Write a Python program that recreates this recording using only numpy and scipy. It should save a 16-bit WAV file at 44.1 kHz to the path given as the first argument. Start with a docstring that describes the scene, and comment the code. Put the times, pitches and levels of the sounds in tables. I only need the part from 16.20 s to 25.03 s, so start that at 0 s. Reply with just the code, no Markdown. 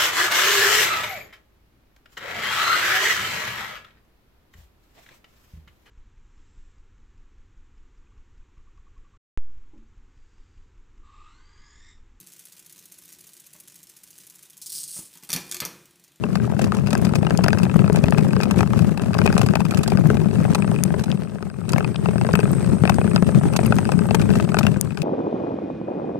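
"""A camera on a rolling bicycle

Rough asphalt shakes the frame, which booms into the left microphone while tyre and housing buzz.
The camera's loose mount knocks and chatters, each impact exciting the damped modes of the housing;
small loose parts tick and rattle, and grit snaps. Insects sing in the bushes passing on the right."""
import sys
import numpy as np
from scipy import signal
from scipy.io import wavfile
from scipy.ndimage import uniform_filter1d

SR = 44100
rng = np.random.default_rng(int(sys.argv[2]) if len(sys.argv) > 2 else 0)


def put_to_file(sound):
    """Save the sound as 16-bit audio at rate SR, in the file named by the first command-line argument."""
    columns = np.atleast_2d(sound).T  # one column per channel
    safe = np.clip(columns, -1, 1)
    whole_steps = np.round(safe * 32767)
    wavfile.write(sys.argv[1], SR, whole_steps.astype(np.int16))


N = 389403

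# Shaking of the frame by the road. Each row: time in seconds, level in dB.
FRAME_SHAKE = [(0.0, -19), (0.07, -17.5), (1.8, -12.5), (2.8, -16), (3.0, -12), (3.68, -15.5),
               (3.89, -10.5), (4.01, -15.5), (4.45, -13), (5.37, -27.5), (5.56, -15), (5.8, -23),
               (5.88, -15.5), (8.47, -12.5), (8.76, -25), (8.83, -18)]
# Spectrum of the booming frame and clamp. Each row: frequency in Hz, relative density in dB.
BOOM_SPECTRUM = [(25, -82), (58, -16), (94, -4.5), (162, 1), (211, 1), (249, -12.5), (290, -14.5),
                 (380, -13.5), (428, -12), (458, -26.5), (520, -19), (680, -33.5), (1140, -120)]
# Spectrum of the buzzing tyre and housing. Each row: frequency in Hz, relative density in dB.
BUZZ_SPECTRUM = [(260, -20.5), (450, -9.5), (691, 1.5), (930, -2), (1580, -10), (3580, -24), (7390, -23),
                 (8570, -23), (14000, -31), (15500, -44)]
# Colour of the road noise at the right microphone. 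Each row: frequency in Hz, relative gain in dB.
RIGHT_COLOUR = [(60, 12.5), (110, 7), (145, 0), (200, 0), (380, 1), (700, 0.5), (1290, 7.5), (2400, 11.5),
                (4400, 13), (12000, 6.5)]
# Likeness of left and right road noise. Each row: frequency in Hz, correlation from -1 to 1.
CORRELATION = [(60, -0.52), (250, 0.16), (400, -0.23), (750, 0.93), (1290, 1), (2400, 0.29), (5000, 0.023)]
# Modes of the housing. Each row: frequency in Hz, relative level in dB, time to decay by 60 dB in
# seconds, left minus right in dB.
HOUSING_MODES = [(176, 0, 0.06, 11), (413, -3, 0.041, 13), (627, 5, 0.017, 37), (784, 0.5, 0.014, 18.5),
                 (1270, 3, 0.018, 7.5), (1535, 2, 0.02, 13), (2580, 9, 0.019, 12), (3900, 0, 0.0054, 5.5),
                 (4840, 2.5, 0.0088, 7.5), (5860, -5.5, 0.0028, -5), (8240, -12, 0.0015, -23.5),
                 (9700, 0, 0.0018, 22)]
# Loud knocks of the mount. 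Each row: start in seconds, level in dB, weights of the middle and of the
# upper modes against the low ones in dB.
MOUNT_KNOCKS = [(0.0378, -12.5, -6, -16), (0.1554, -20.5, -7, -14), (0.393, -15, -8, -17),
                (0.5206, -11, -2, -6.0), (0.752, -10.5, 1, -6), (0.9366, -12.0, -10.0, -15),
                (1.029, -15, -15, -25), (1.0679, -10.4, 2.5, -4), (1.1071, -9.5, -1, -16),
                (1.1893, -11, -16, -25.0), (1.2414, -13, -1, 2.0), (1.2622, -10, -12, -16),
                (1.283, -9.5, -7, -14), (1.3304, -9.9, 8, -2), (1.592, -15.5, -8, -11),
                (1.6989, -14.5, -21, -33), (1.8393, -7.5, -6, -6), (1.884, -14, -9, -13),
                (1.924, -9.5, -4, -16.5), (2.1649, -12.5, -15, -27), (2.203, -12, 7, -2),
                (2.407, -12, 1, -10), (2.4306, -13.5, -5.0, -13), (2.534, -13, -3, -19),
                (2.9876, -13, 10, -14), (3.0159, -9, -11, -15.0), (3.0576, -11.5, -7, -17),
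                (3.0758, -8.5, -4, -10), (3.1661, -13, 1, -16), (3.2135, -17, -3, -14),
                (3.3364, -11.3, -5, -11), (3.3539, -17, 0.0, 12), (3.5207, -17, 0, -16),
                (3.7201, -14.5, -11, -8), (3.902, -11, -6.5, -17.5), (4.2516, -15.5, -4, -20),
                (4.3539, -8.5, -11, -14), (4.7409, -11, -15, -36), (5.021, -27, -19, -29),
                (5.226, -21, -1.5, -9), (5.561, -10.5, -1, -16), (5.6067, -15.5, -8.5, -16),
                (5.6455, -13.5, -7.0, -5), (5.858, -14.5, -0.5, -13), (5.8869, -14, -13, -26),
                (5.9568, -16, -9, -19), (6.013, -14, -4, -9), (6.048, -14.5, -7, -21),
                (6.0894, -10.5, -13, -27), (6.137, -10.5, -6, -31), (6.1536, -22.5, 2, -21),
                (6.1909, -13, -13, -17), (6.6367, -9, -13, -29), (6.6534, -8.5, -3, -9),
                (6.6758, -9.0, -17, -15), (6.6939, -13, 14, -5), (6.7845, -11.5, -7.5, -23),
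                (6.814, -14, -16, -21), (6.961, -7.5, 3, -3.5), (7.0248, -8.5, -28, -43),
                (7.3907, -10, -16, -25), (7.5234, -7, 2, -11.5), (7.5863, -12, -3, -17),
                (7.6913, -11.5, -3, -13), (7.7195, -14, -1, -11), (7.9084, -9, -14, -15.0),
                (7.9451, -12, -13, -18), (8.1996, -13, 1, -13), (8.3441, -9.2, 3, -6),
                (8.3687, -11, -4.0, -9), (8.388, -10, 1.0, -3), (8.41, -14.5, 2, -14),
                (8.451, -18.5, -7.0, -12), (8.4669, -21, 6, -19)]
# Loud ticks of small loose parts. Each row: start in seconds, left level in dB, leftward pan in dB.
PART_TICKS = [(0.1544, -13.5, -2), (0.393, -17, 2), (0.4176, -18.5, -6.5), (0.442, -18, -4),
              (0.547, -21.5, -6), (0.5682, -20, 0), (0.671, -17.5, 8), (0.706, -21, -3), (0.73, -10, 4.5),
              (0.85, -12.5, 4), (0.9544, -10, 1), (1.2381, -10, 3), (1.2823, -7, 7), (1.387, -18.5, 15),
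              (1.4323, -12.5, 2), (1.7593, -16, -8.5), (1.983, -11, 13), (2.233, -11, -2),
              (2.31, -11.5, -6), (2.389, -16, 6), (2.407, -10, 14), (2.591, -14.5, 2), (2.775, -16.5, 4),
              (2.942, -14.5, 17), (2.9873, -12.5, 14), (3.0616, -9.5, 4.5), (3.126, -12.5, 15),
              (3.179, -10.5, -6), (3.2148, -9.5, 1), (3.262, -15.5, -2), (3.355, -6.5, 9), (3.404, -14, 13),
              (3.509, -20, -13), (3.573, -19, -11), (3.633, -16.5, -6.5), (3.6775, -17, -10),
              (4.348, -11.5, -6.5), (4.795, -28, -14), (4.838, -23.5, -14), (5.4923, -26, -13),
              (5.533, -8, 6), (5.5812, -12, 10), (6.153, -6.5, 3.5), (6.202, -15, 6), (6.6959, 0.5, 6),
              (7.3354, -16, 5), (7.3628, -12, -8.5), (7.459, -15, 14), (7.5852, -9.5, 6), (7.7183, -14, 5),
              (7.9464, -6, 4.5), (7.997, -21, 3), (8.1544, -16, 4), (8.3867, -7, 3), (8.431, -12, 9),
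              (8.4667, -5.5, 5.5), (8.773, -17, 11)]
# Bright snaps of grit. Each row: start in seconds, left peak in dB, left minus right in dB,
# tilt towards the treble in dB per octave.
GRIT_SNAPS = [(0.7781, -15, 24, -5), (0.817, -20, 20, 4), (1.1748, -6, 21, -16.5), (1.5678, -21, 14, 0),
              (1.729, -17, 19, -10), (1.9078, -15, 22, -11), (3.588, -17, 14, 1), (3.8731, -22, 12, 7),
              (4.6368, 9, 29, -4.5), (4.916, -12, 9, -40), (5.5212, -13.5, 9, -10), (5.76, -15.5, 5, -44),
              (6.316, -16.5, 19, 13), (6.7443, -15, 16, -13), (7.4648, -9, 25, 9), (7.556, -18, 18, -3),
              (7.8685, -24, 15, 9), (7.9513, -14, 19, 3), (8.1189, -26, 15, 13), (8.6116, 7.5, 33, -2)]
# Modes of a snap. Each row: frequency in Hz, relative level in dB.
SNAP_MODES = [(3300, -26.5), (5000, -8.5), (6700, -2), (9600, 2), (11700, -2.5), (13800, -4)]
# Swell of the insect chorus as two stands of bushes go by. 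Each row: time in seconds, base level in dB.
CHORUS_SWELL = [(0.0, -86), (0.95, -62.5), (3.9, -65.5), (4.43, -52.5), (5.2, -67), (5.7, -58), (6.3, -51),
                (7.84, -51.5), (8.83, -63)]

SWINGS_PER_S = 21.5  # the loose mount lands twice in each swing


def gain_of(db):
    return 10 ** (np.asarray(db) / 20)


def unit_rms(x):
    return x / np.sqrt(np.mean(x ** 2) + 1e-20)


def over_frequency(rows, hz):
    row_hz, values = np.transpose(rows)
    return np.interp(np.log(hz + 1), np.log(row_hz + 1), values)


def over_time(rows):
    return np.interp(np.arange(N) / SR, *np.transpose(rows))


def filtered(x, order, hz, kind="lowpass"):
    return signal.sosfilt(signal.butter(order, hz, kind, fs=SR, output="sos"), x)


def add(mix, start_s, sound):
    part = mix[:, round(start_s * SR):][:, :sound.shape[1]]
    part += sound[:, :part.shape[1]]


def flicker(smoothing_s):
    """Averaging white noise twice leaves a slower fluctuation, scaled to unit rms."""
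    width = int(smoothing_s * SR)
    return unit_rms(uniform_filter1d(uniform_filter1d(rng.standard_normal(N), width), width))


def vibration(spectrum, window, patchy_db):
    """Random forcing gives coloured noise, partly coherent between the two microphones."""
    frames, hz = 4 * N // window + 5, np.fft.rfftfreq(window, 1 / SR)
    a, b, c, d, patches = rng.standard_normal((frames, len(hz), 5)).T
    patches = unit_rms(uniform_filter1d(uniform_filter1d(patches, size=6, axis=0), size=6, axis=1))
    likeness = np.clip(over_frequency(CORRELATION, hz), -1, 1)[:, None]
    left = a + 1j * b
    right = likeness * left + np.sqrt(1 - likeness ** 2) * (c + 1j * d)
    right *= gain_of(over_frequency(RIGHT_COLOUR, hz))[:, None]
    spectra = np.array([left, right]) * gain_of(over_frequency(spectrum, hz)[:, None] + patchy_db * patches)
    out = signal.istft(spectra, nperseg=window, noverlap=3 * window // 4)[1][:, :N]
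    return out / np.std(out[0])


def road(contacts, lift_db=5, lift_s=0.0097, flare_t60_s=0.022, grains_per_s=35):
    """Forced vibration: bumps modulate a boom, a dull buzz and a thin hiss pricked by grit."""
    shake_db, jolts = over_time(FRAME_SHAKE), flicker(0.0088)
    # The shaking fades while the mount is lifted off, just before it lands.
    ramp = np.linspace(1, 0, int(lift_s * SR))
    lifted = signal.oaconvolve((contacts / gain_of(shake_db))[::-1], ramp)[:N][::-1]
    grip = gain_of(-lift_db * np.minimum(lifted, 1))
    boom = grip * gain_of(shake_db + 3.26 * jolts) * vibration(BOOM_SPECTRUM, 4096, patchy_db=-0.9)
    # The dull buzz flares after each contact.
    flare = signal.lfilter([1], [1, -gain_of(-60 / (flare_t60_s * SR))], contacts)
    flare = uniform_filter1d(flare, size=90, origin=44)
    buzz_gain = gain_of(-25 + 0.82 * shake_db)
    buzz = vibration(BUZZ_SPECTRUM, 512, patchy_db=2)
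    dull = filtered(buzz, 2, 2800)
    chance, size = rng.random((2, N))
    grains = (chance < grains_per_s / SR) * gain_of(0.5 + 14.1 * size)
    grit = np.convolve(grains, np.hanning(70), "same")
    lows = (grip ** 2 * buzz_gain * gain_of(3 * jolts - 5) + gain_of(-7) * flare) * dull
    hiss = buzz_gain * gain_of(3.15 * jolts - 1) * (1 + grit) * (buzz - dull)
    return (boom + lows + hiss) * gain_of([[0], [-13]])


def impact(weight_db, crack_db, crack_s, left_lag_samples=6):
    """Impulse response: the housing rings in damped modes, and the contact adds a broadband crack."""
    t = np.arange(1300) / SR
    hz, db, t60, pan_db = np.array(HOUSING_MODES).T[:, :, None]
    hz = hz * (1 + 0.03 * rng.standard_normal(hz.shape))
    db = db + weight_db(hz) + 4.7 * rng.standard_normal(hz.shape)
    phase = 1.09 * rng.standard_normal(hz.shape) + 0.5 * rng.standard_normal((2, *hz.shape))
    attack = 1 - np.exp(-t / 0.00011)
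    rings = gain_of(db - 60 * t / t60) * np.sin(2 * np.pi * hz * t + phase) * attack
    rings[1] *= gain_of(-pan_db)
    ring_peak = abs(rings[:, 2:].sum(1).mean(0)).max()  # without the two lowest modes
    shared, left, right = filtered(rng.standard_normal((3, len(t))), 1, [2400, 7500], "bandpass")
    crack = (shared + 2 * np.array([left, right])) * t * np.exp(-t / crack_s) * gain_of([[0], [-5]])
    both = rings.sum(1) / ring_peak + gain_of(crack_db) * crack / abs(crack[0]).max()
    fade = np.minimum(1, (t[-1] - t) / 0.015)
    return np.array([np.roll(both[0], left_lag_samples), both[1]]) * fade


def knock(middle_db, upper_db):
    """The point of impact sets how strongly the middle and upper modes ring beside the low ones."""
    corners_hz = [900, 1100, 1800, 2300, 3020, 4560]
    weights_db = [0, middle_db, middle_db, upper_db, upper_db, upper_db - 3]
    return impact(lambda hz: np.interp(np.log(hz), np.log(corners_hz), weights_db),
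                  crack_db=0.5 * upper_db - 24, crack_s=0.0011)


def chatter(scatter_swings=0.3, rest_s=0.017):
    """Oscillation with play: after each loud knock the mount swings, landing lightly at both ends."""
    out, contacts, shake_db = np.zeros((2, N)), np.zeros(N), over_time(FRAME_SHAKE)
    starts = [0] + [row[0] for row in MOUNT_KNOCKS] + [N / SR]
    knocks = [knock(0.68 * upper_db + 4.5, upper_db) for upper_db in np.linspace(-24, -4, 20)]
    for start, end in zip(starts[:-1], starts[1:]):
        for landing, (shift, size, pick) in enumerate(rng.random((24, 3)), start=1):
            landing_s = start + (landing / 2 + scatter_swings * (shift - 0.5)) / SWINGS_PER_S
            if landing_s < end - rest_s:
                sample = int(landing_s * SR)
                strength = gain_of(shake_db[sample] - 14 + 10.5 * size)
                add(out, landing_s, strength * knocks[int(pick * len(knocks))])
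                contacts[sample] += strength
    return out, contacts


def tick(centre_hz, scrape_s):
    """Inelastic rebound: a small part excites the modes near one pitch, then bounces twice, weaker."""
    late, weak, stretch, later, weaker = rng.random(5)
    strike = impact(lambda hz: -np.minimum(1.7 * abs(np.log2(hz / centre_hz)), 40),
                    crack_db=-2.5, crack_s=scrape_s * (1 + stretch))
    strike = filtered(strike, 1, 600, "highpass")
    strike /= abs(strike[0]).max()
    out = strike.copy()
    add(out, 0.0037 + 0.0018 * late, gain_of(-4.5 - 26 * weak) * strike)
    add(out, 0.0097 + 0.004 * later, gain_of(-12.5 - 51 * weaker) * strike)
    return out


def rattle(count, base_db, spread_db):
    """Driven rattling: faint ticks cluster around the loud ones, roughly whole half swings away."""
    out = np.zeros((2, N))
    ticks = [tick(hz, 0.00085) for hz in np.geomspace(2400, 11000, 16)]
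    for parent, away, size, pick, side, shift in rng.random((count, 6)):
        parent_s = PART_TICKS[int(parent * len(PART_TICKS))][0]
        half_swings = np.round(6 * (away - 0.45)) + 0.5 * (shift - 0.5)
        start_s = np.clip(parent_s + half_swings / (2 * SWINGS_PER_S), 0, N / SR)
        db = base_db - spread_db * np.log(size + 0.027)
        add(out, start_s, gain_of([[db], [db - 2.5 - 5.7 * side]]) * ticks[int(pick * len(ticks))])
    return out


def snap(tilt_db, length_s=0.0012):
    """Superposition: high modes, neighbours in opposite phase, sum to one brief snap of grit."""
    t = np.arange(int(length_s * SR)) / SR
    hz, db = np.array(SNAP_MODES).T[:, :, None]
    signs = (-1) ** np.arange(len(hz))[:, None]
    amplitudes = signs * gain_of(db + tilt_db * np.log2(hz / hz[0]))
    ring = (amplitudes * np.sin(2 * np.pi * hz * (t - length_s / 2))).sum(0) * np.hanning(len(t))
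    return (ring / abs(ring).max())[None]


def loud_impacts():
    """Impulsive excitation: knocks, ticks and snaps, with an impulse train marking knocks and ticks."""
    out, contacts = np.zeros((2, N)), np.zeros(N)
    for start_s, db, middle_db, upper_db in MOUNT_KNOCKS:
        add(out, start_s, gain_of(db) * knock(middle_db, upper_db))
        contacts[round(start_s * SR)] = gain_of(db)
    for start_s, db, pan_db in PART_TICKS:
        # The part on the left rings lower; the one on the right scrapes longer.
        hz, scrape_s = (4870, 0.0006) if pan_db > 4.5 else (5900, 0.0013)
        add(out, start_s, gain_of([[db], [db - pan_db]]) * tick(hz, scrape_s))
        contacts[round(start_s * SR)] += gain_of(db + 2.5)
    for start_s, db, pan_db, tilt_db in GRIT_SNAPS:
        add(out, start_s, gain_of([[db], [db - pan_db]]) * snap(tilt_db))
    return out, contacts


def insect_chorus(centre_hz=8440, sink_from_s=7.2, sink_hz_per_s=190):
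    """Many distant voices merge into narrowband noise, whose centre sinks once the bushes are behind."""
    in_phase, quadrature = filtered(rng.standard_normal((2, 2, N)), 3, 400)
    hz = centre_hz - sink_hz_per_s * np.maximum(np.arange(N) / SR - sink_from_s, 0)
    phase = 2 * np.pi * np.cumsum(hz) / SR
    chorus = unit_rms(in_phase * np.cos(phase) + quadrature * np.sin(phase))
    sides_db = np.array([[1.5], [4.5]])
    return chorus * gain_of(over_time(CHORUS_SWELL) + 3.5 * flicker(0.0012) + sides_db)


def near_insect(hz=8130, passing_s=6.36, swell_s=0.12, level_db=-49):
    """A randomly modulated carrier: one narrow buzz swells and fades as its bush goes by."""
    t = np.arange(N) / SR
    in_phase, quadrature = filtered(rng.standard_normal((2, N)), 2, 90)
    phase = 2 * np.pi * hz * t
    buzz = unit_rms(in_phase * np.cos(phase) + quadrature * np.sin(phase))
    return gain_of(level_db) * np.exp(-((t - passing_s) / swell_s) ** 2) * buzz


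def scene():
    """The sources add linearly; the contacts of mount and parts also modulate the road noise."""
    loud, loud_contacts = loud_impacts()
    light, light_contacts = chatter()
    bicycle = road(loud_contacts + light_contacts) + loud + light
    return bicycle + rattle(count=250, base_db=-47, spread_db=9.5) + insect_chorus() + near_insect()


def record(dry):
    """Band limiting and saturation: the input cuts deep bass, rounds peaks and loses the top treble."""
    thinned = filtered(dry, 2, 45, "highpass")
    saturated = thinned / (1 + abs(thinned) ** 4) ** (1 / 4)
    dulled = filtered(saturated, 14, 14400)
    band_limit = signal.firwin(511, 15850, window=("kaiser", 9), fs=SR)
    return signal.oaconvolve(dulled, band_limit[None], "same")


dry = scene()
out = record(dry)
put_to_file(out)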